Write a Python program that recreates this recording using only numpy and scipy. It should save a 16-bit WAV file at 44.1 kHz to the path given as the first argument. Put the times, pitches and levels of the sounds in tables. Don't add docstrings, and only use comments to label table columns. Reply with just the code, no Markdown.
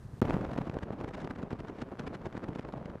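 import sys
import numpy as np
from scipy import signal
from scipy.fft import rfft, irfft
from scipy.io import wavfile
from scipy.ndimage import uniform_filter1d

SR = 44100
rng = np.random.default_rng(int(sys.argv[2]) if len(sys.argv) > 2 else 0)


def bounce(signal):
    frames = np.transpose(np.atleast_2d(signal))
    limited = np.clip(frames, -1, 1)
    pcm = np.round(limited * 32767).astype(np.int16)
    wavfile.write(sys.argv[1], SR, pcm)


def undo_db(level):
    steps = np.asarray(level, float) / 20
    return 10 ** steps


N = 132300
CUT_S = 0.21


def unit(x):
    return x / np.sqrt(np.mean(x ** 2))


def colour(x, points):
    hz = np.fft.rfftfreq(N, 1 / SR) + 1
    p = np.array(points, float)
    curve_db = np.interp(np.log(hz), np.log(p[:, 0]), p[:, 1])
    return irfft(rfft(x) * undo_db(curve_db), N)


def noise(points):
    return unit(colour(rng.standard_normal(N), points))


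def walk(rate_hz):
    steps = rng.standard_normal(4000)
    hold = SR / rate_hz
    path = np.interp(np.arange(N) / hold, np.arange(4000), steps)
    return unit(uniform_filter1d(path, int(hold / 2) + 1))


# (frequency [Hz], width [Hz], level [dB])
EXHAUST = [(218, 204, 15), (408, 40, -14.5), (615, 31, -5), (1007, 530, 7.5)]


def engine():
    FIRING_HZ, FIRING_WANDER, ENGINE_DB = 104.5, 0.013, -47
    turns = np.cumsum(FIRING_HZ * (1 + FIRING_WANDER * walk(3)) / SR)
    at = np.flatnonzero(np.diff(np.floor(turns)))
    draw = rng.standard_normal((600, 2))[:len(at)]
    late = (45 * draw[:, 0]).astype(int)
    fire = np.zeros(N)
    fire[np.clip(at + late, 0, N - 1)] = undo_db(4 * draw[:, 1])
    fire = fire + 0.011 * rng.standard_normal(N) * np.exp(-(turns % 1) / 0.083)
    ring = np.zeros(N)
    for hz, width, db in EXHAUST:
        ring += undo_db(db) * signal.lfilter(*signal.iirpeak(hz, hz / width, SR), fire) / np.sqrt(width)
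    return undo_db(ENGINE_DB) * unit(colour(ring, [(1500, -19), (4000, -38.5)]))


# (frequency [Hz], level [dB])
CALM = [(18, -38), (30, -11.5), (116, 0), (206, -11), (1790, -32), (2270, -40.5), (9030, -46.5),
        (15000, -57)]


def calm_air():
    CALM_DB = -47.5
    return undo_db(CALM_DB) * noise(list(CALM) + [(15300, -110)]) * undo_db(walk(32))


# (frequency [Hz], level [dB])
THUD = [(20, -2), (60, -6.5), (130, 1.5), (250, -0.5), (500, -9.5), (1000, -15.5), (4000, -62)]


def thud(low, t):
    THUD_TRIM_DB, THUD_LEAN, THUD_LAG_MS = -4, 0.1, 2.5
    calm_push = noise([(60, -1.0), (115, 3.5), (300, -11), (700, -47.0), (4000, -95)])
    push = noise(THUD)
    push = push / np.sqrt(uniform_filter1d(push ** 2, size=500) + 0.36)
    leaning = push + THUD_LEAN * (push ** 2 - 1)
    rumble = np.where(t > CUT_S, leaning, calm_push)
    swell = np.roll(low, int(THUD_LAG_MS * SR / 1000))
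    vent = signal.butter(1, 40, "high", fs=SR, output="sos")
    return signal.sosfilt(vent, undo_db(THUD_TRIM_DB) * swell * rumble)


# (frequency [Hz], level [dB])
RASP = [(500, -0.5), (1500, 2.5), (4000, -14.5), (7000, -25), (11000, -37.5), (16000, -80)]
# (time [s], level [dB])
CRACKLES = [(0.2252, -45), (0.2547, -46.5), (0.2987, -53), (0.3073, -45.5), (0.3415, -51), (0.3573, -53.9),
            (0.4112, -54), (0.448, -54), (0.5172, -56), (0.5343, -54), (0.5786, -51), (0.5879, -50),
            (0.614, -57), (0.6174, -54), (0.6766, -57.3), (0.699, -53.1), (0.743, -54.5), (0.7887, -56),
            (0.8353, -62), (1.0116, -51.5), (1.1368, -56.8), (1.1497, -61), (1.2457, -51), (1.2754, -61),
            (1.3095, -53), (1.3633, -64), (1.4301, -51), (1.5066, -51), (1.5139, -61), (1.5305, -54),
            (1.604, -58.7), (1.6852, -57), (1.6992, -66), (1.8188, -49.5), (1.9964, -62), (2.0032, -52.5),
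            (2.077, -56), (2.1434, -59), (2.151, -68), (2.2563, -52), (2.2594, -60), (2.271, -59.2),
            (2.3275, -52), (2.3693, -56), (2.3777, -57), (2.441, -62), (2.552, -56), (2.5596, -62),
            (2.5897, -58.2), (2.61, -59.4), (2.689, -61.7), (2.725, -52), (2.738, -61), (2.859, -59)]


def rasp(high, t):
    RASP_TRIM_DB, RIPPLE_HZ, RIPPLE_DB = 0, 261, 2.5
    CRACKLE_MS, CRACKLE_TRIM_DB = 2.98, 7
    crackle = np.zeros(N)
    for s, db in CRACKLES:
        crackle += undo_db(db + CRACKLE_TRIM_DB) * np.exp(-(2000 * (t - s) / CRACKLE_MS) ** 2)
    grit = noise(RASP)
    grit = grit / np.sqrt(uniform_filter1d(grit ** 2, size=130) + 0.21)
    ripple = undo_db(RIPPLE_DB * walk(RIPPLE_HZ))
    return (undo_db(RASP_TRIM_DB) * high * ripple + crackle) * grit


# (time [s], thud level [dB])
CALM_EDDIES = [
    (0.038, -43.5),
    (0.06, -37),
    (0.123, -51),
    (0.138, -38),
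    (0.202, -42),
]
# (time [s], length [ms], thud level [dB], rasp level [dB])
EDDIES = [(0.253, 5, -20.5, -49), (0.299, 8.9, -30, -45), (0.343, 19, -20.5, -44), (0.413, 7.5, -25, -56),
          (0.449, 5.7, -46, -49.5), (0.517, 12, -29, -57), (0.534, 4.9, -30, -48), (0.562, 3.8, -27, -44),
          (0.582, 8.4, -23.5, -41.5), (0.615, 11, -24.5, -54), (0.676, 20, -30.5, -55.5),
          (0.698, 3.9, -34, -46), (0.742, 21, -37, -58), (0.769, 27, -34.5, -68), (0.789, 5.9, -35, -47),
          (0.834, 20.5, -35.5, -50.5), (0.906, 8.1, -48, -66), (0.932, 16, -31.5, -54),
          (1.012, 47, -33, -56), (1.045, 9.4, -27.5, -49.5), (1.079, 8.3, -32, -57),
          (1.11, 4.5, -31.5, -49), (1.15, 17, -34.5, -43), (1.181, 14, -33, -49.5), (1.247, 28.5, -33, -53),
          (1.275, 11.6, -37, -52.5), (1.309, 13.6, -28, -45), (1.361, 11, -43.0, -49.5),
          (1.393, 19.5, -33.5, -54)]
# (time [s], length [ms], thud level [dB], rasp level [dB])
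LATER_EDDIES = [(1.432, 27, -34.5, -56), (1.529, 27, -35, -49), (1.603, 18, -32.5, -48.5),
                (1.648, 14, -36, -60), (1.697, 24, -36.5, -54.5), (1.821, 21.5, -47, -44.5),
                (1.922, 9.9, -32, -54), (1.997, 9.2, -50, -43.5), (2.039, 18, -35, -57),
                (2.077, 17.6, -33, -46), (2.151, 22, -37.5, -48.5), (2.218, 8.4, -37.5, -54.5),
                (2.263, 25, -31, -50.5), (2.352, 6.6, -30.5, -62.5), (2.375, 23, -37.5, -51),
                (2.443, 14.6, -35, -46), (2.489, 13, -34, -56), (2.559, 15.5, -34, -49),
                (2.595, 14.4, -37, -48.5), (2.65, 5.5, -29.5, -53), (2.688, 11.4, -34, -56),
                (2.738, 12, -31.5, -61), (2.777, 14, -33, -57), (2.814, 11, -37, -76),
                (2.858, 8.5, -42, -54), (2.9, 7.8, -34.5, -55), (2.954, 4.2, -30, -76)]
# (time [s], length [ms], rasp level [dB])
RASPS = [
    (1.09, 15, -50),
    (1.212, 46, -52),
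    (1.787, 43, -55.5),
]


def eddies(t, gain):
    SHARPNESS, RISE_SHARE, SPRAY_DB = 1.08, 0.71, -64.5
    low = np.zeros(N)
    high = undo_db(SPRAY_DB + 5.6 * walk(81)) * gain
    rows = [(s, 14, db, -75) for s, db in CALM_EDDIES]
    rows += [(s, ms, db + 12.0, db) for s, ms, db in RASPS]
    for s, ms, thud_db, rasp_db in rows + list(EDDIES) + list(LATER_EDDIES):
        d = (t - s) / (ms / 1000)
        side_length = np.where(d < 0, RISE_SHARE, 1 - RISE_SHARE)
        shape = np.exp(-SHARPNESS * (d / side_length) ** 2)
        low = low + undo_db(thud_db) * shape ** 0.5
        high = high + undo_db(rasp_db) * shape
    return thud(low, t) + rasp(high, t)


# (frequency [Hz], level [dB])
RUSH = [(18, -36), (30, 0), (172, 2.5), (534, -3.5), (2140, -27.5), (9040, -52), (14000, -52)]


def rush(gain):
    RUSH_DB, FLUTTER_HZ, FLUTTER_DB = -37, 68.87, 4.5
    SMALL_POPS_DB, SMALL_POP_SPREAD_DB, SMALL_POP_MS = -35.5, 4.5, 0.6
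    flutter = FLUTTER_DB * np.minimum(walk(FLUTTER_HZ), 1)
    air = noise(list(RUSH) + [(14900, -56), (15300, -100)])
    low = signal.sosfiltfilt(signal.butter(1, 2500, fs=SR, output="sos"), air)
    even = low / np.sqrt(uniform_filter1d(low ** 2, size=900) + 0.24)
    stream = undo_db(RUSH_DB) * (even * undo_db(flutter) + (air - low))
    draw = rng.random((420, 4))
    s = 0.22 + 2.76 * draw[:, 0]
    db = SMALL_POPS_DB - SMALL_POP_SPREAD_DB * np.log(draw[:, 1] + 0.11) + flutter[(s * SR).astype(int)]
    ms = SMALL_POP_MS * (0.6 + 1.5 * draw[:, 2])
    hail = diaphragm(np.c_[s, db, ms, draw[:, 3] - 0.3])
    return gain * (stream + hail)


def diaphragm(rows):
    CAPSULE_HZ, POP_EDGE = 78.5, 1.42
    out = np.zeros(N + 800)
    u = np.arange(-400, 400) / SR
    for s, db, ms, sign in rows:
        i = int(s * SR)
        d = u - (s * SR - i) / SR
        out[i:i + 800] += np.sign(sign) * undo_db(db) * np.exp(-np.abs(2 * d / (ms / 1000)) ** POP_EDGE)
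    vent = signal.butter(2, CAPSULE_HZ, "high", fs=SR, output="sos")
    return signal.sosfilt(vent, out[400:-400])


# (time [s], peak level [dB], width [ms], push +1 or pull -1)
CHOKE_POPS = [
    (0.2165, -18, 1.4, -1),
    (.2200, -11, 1, 1),
    (0.221, -12, 2.2, -1),
    (0.2998, -17.5, 1.1, 1),
    (0.3077, -14, 0.49, 1),
    (0.3405, -22, 0.44, -1),
    (0.4493, -29, 0.59, 1),
]
# (time [s], peak level [dB], width [ms], push +1 or pull -1)
POPS = [(0.2193, -13, 0.49, 1), (0.2278, -12, 1.14, 1), (0.3674, -16.5, 0.89, 1), (0.5874, -15.5, 0.92, 1),
        (0.7691, -17, 1.08, 1), (.9046, -28, 0.83, 1), (0.9063, -19.5, 0.96, 1), (1.0125, -26, 0.67, 1),
        (1.2752, -23.5, 0.39, 1), (1.3089, -32.5, 0.24, 1), (1.4357, -22, 1.25, 1), (1.5155, -26, 0.69, 1),
        (1.5307, -20, 1.3, 1), (1.8251, -22.5, 1.1, -1), (2.2667, -25.5, 0.74, -1), (2.3771, -21, 1.07, -1),
        (2.4873, -26, 0.97, 1), (2.4919, -27.5, 2.4, -1), (2.5953, -22, 1.2, -1)]
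# (time [s], peak level [dB], width [ms], push +1 or pull -1)
MORE_POPS = [(0.579, -23.0, 0.91, 1), (0.613, -22.5, 1.3, 1), (0.698, -19, 1.9, 1), (0.8348, -21.5, 3.3, 1),
             (1.2488, -25.8, 0.61, 1), (1.5093, -26.5, 0.46, 1), (1.6493, -28.5, 0.57, 1),
             (1.699, -26.5, 1.05, 1), (1.8174, -32, 1, -1), (1.8215, -21.5, 1.5, -1),
             (1.8363, -29.8, 1.01, 1), (1.9222, -28.7, 1.1, 1), (1.9949, -29.5, 0.13, -1),
             (1.9982, -29, 0.64, 1), (2.0027, -26, 1.1, 1), (2.0761, -27.5, 0.97, -1),
             (2.0814, -27, 1.6, -1), (2.1307, -27.7, 0.63, 1), (2.2568, -26.9, 0.93, 1),
             (2.2624, -29, 0.78, 1), (2.2707, -25.5, 0.74, 1), (2.3513, -30, 0.52, 1),
             (2.5592, -26.4, 0.71, 1), (2.6508, -26.5, 0.57, 1), (2.6891, -27.4, 0.49, 1),
             (2.7391, -28, 0.73, 1), (2.8139, -29.5, 1.1, 1), (2.8581, -28, 1.5, 1), (2.9024, -31, 0.47, 1),
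             (2.9544, -33, 0.81, 1)]


def pops():
    return diaphragm(list(POPS) + list(CHOKE_POPS) + list(MORE_POPS))


# (time [s], level [dB])
GAIN = [
    (.21, 0.5),
    (.37, -1.5),
    (.75, -8.5),
    (1.0, -11.5),
    (1.5, -11.5),
    (1.85, -9),
    (3.0, -10.5),
]


def sinking_gain(t):
    return undo_db(np.interp(t, *np.array(GAIN).T))


# (start [s], end [s])
GAPS = [
    (.2049, .2161),
    (.3006, .3058),
    (.3378, .3404),
    (.4525, .4588),
]


def unchoked(t):
    return uniform_filter1d(1. - sum((t > a) & (t < b) for a, b in GAPS), size=25)


# (frequency [Hz], level [dB])
TOP = [(12700, 0), (13000, -16), (14000, -20), (15000, -50)]
# start [s], end [s]
TOP_CLOSES_S = (.23, .75)
# start [s], end [s], above [Hz]
TOP_DROPOUT = (2.628, 2.668, 10300)


def sinking_treble(mid, t):
    begun = t > TOP_CLOSES_S[0]
    patches = walk(30) < np.interp(t, TOP_CLOSES_S, [-1, 4])
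    closed = uniform_filter1d(1. * patches * begun, size=400)
    half_open = np.where(begun, colour(mid, [(13000, 0), (14700, -6), (15100, -50)]), mid)
    mid = colour(mid, TOP) * closed + half_open * (1 - closed)
    start, end, hz = TOP_DROPOUT
    lost = uniform_filter1d(1. * ((t > start) & (t < end)), size=400)
    return mid - lost * colour(mid, [(hz - 400, -60), (hz, 0)])


# (frequency [Hz], side level under mid [dB])
PORT_GAP = [(60, -43), (300, -35), (2000, -29), (12000, -15)]


def ports(mid, open_):
    scramble = np.exp(2j * np.pi * rng.random(513))
    smear = signal.fftconvolve(mid, irfft(scramble), "same")
    side = colour(smear, PORT_GAP)
    wandering = colour(side, [(1500, -5.5), (5000, -18)]) * undo_db(10.5 * walk(7.28))
    side = (side + wandering) * open_
    return np.array([mid + side, mid - side])


def scene():
    t = np.arange(N) / SR
    gain = sinking_gain(t)
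    after = t > CUT_S
    drone = np.where(after, gain, undo_db(-25)) * engine()
    steady = drone + rush(gain * after) + calm_air() * ~after
    open_ = unchoked(t)
    mid = (steady + eddies(t, gain * after)) * open_ + pops()
    mid = mid * np.where((t > GAPS[0][0]) & (t < GAPS[0][1]), 0, 1)
    return ports(sinking_treble(mid, t), open_)


def roll_off(x):
    return signal.sosfilt(signal.butter(12, 16330, fs=SR, output="sos"), x)


def record(dry):
    return roll_off(dry)


dry = scene()
out = record(dry)
bounce(out)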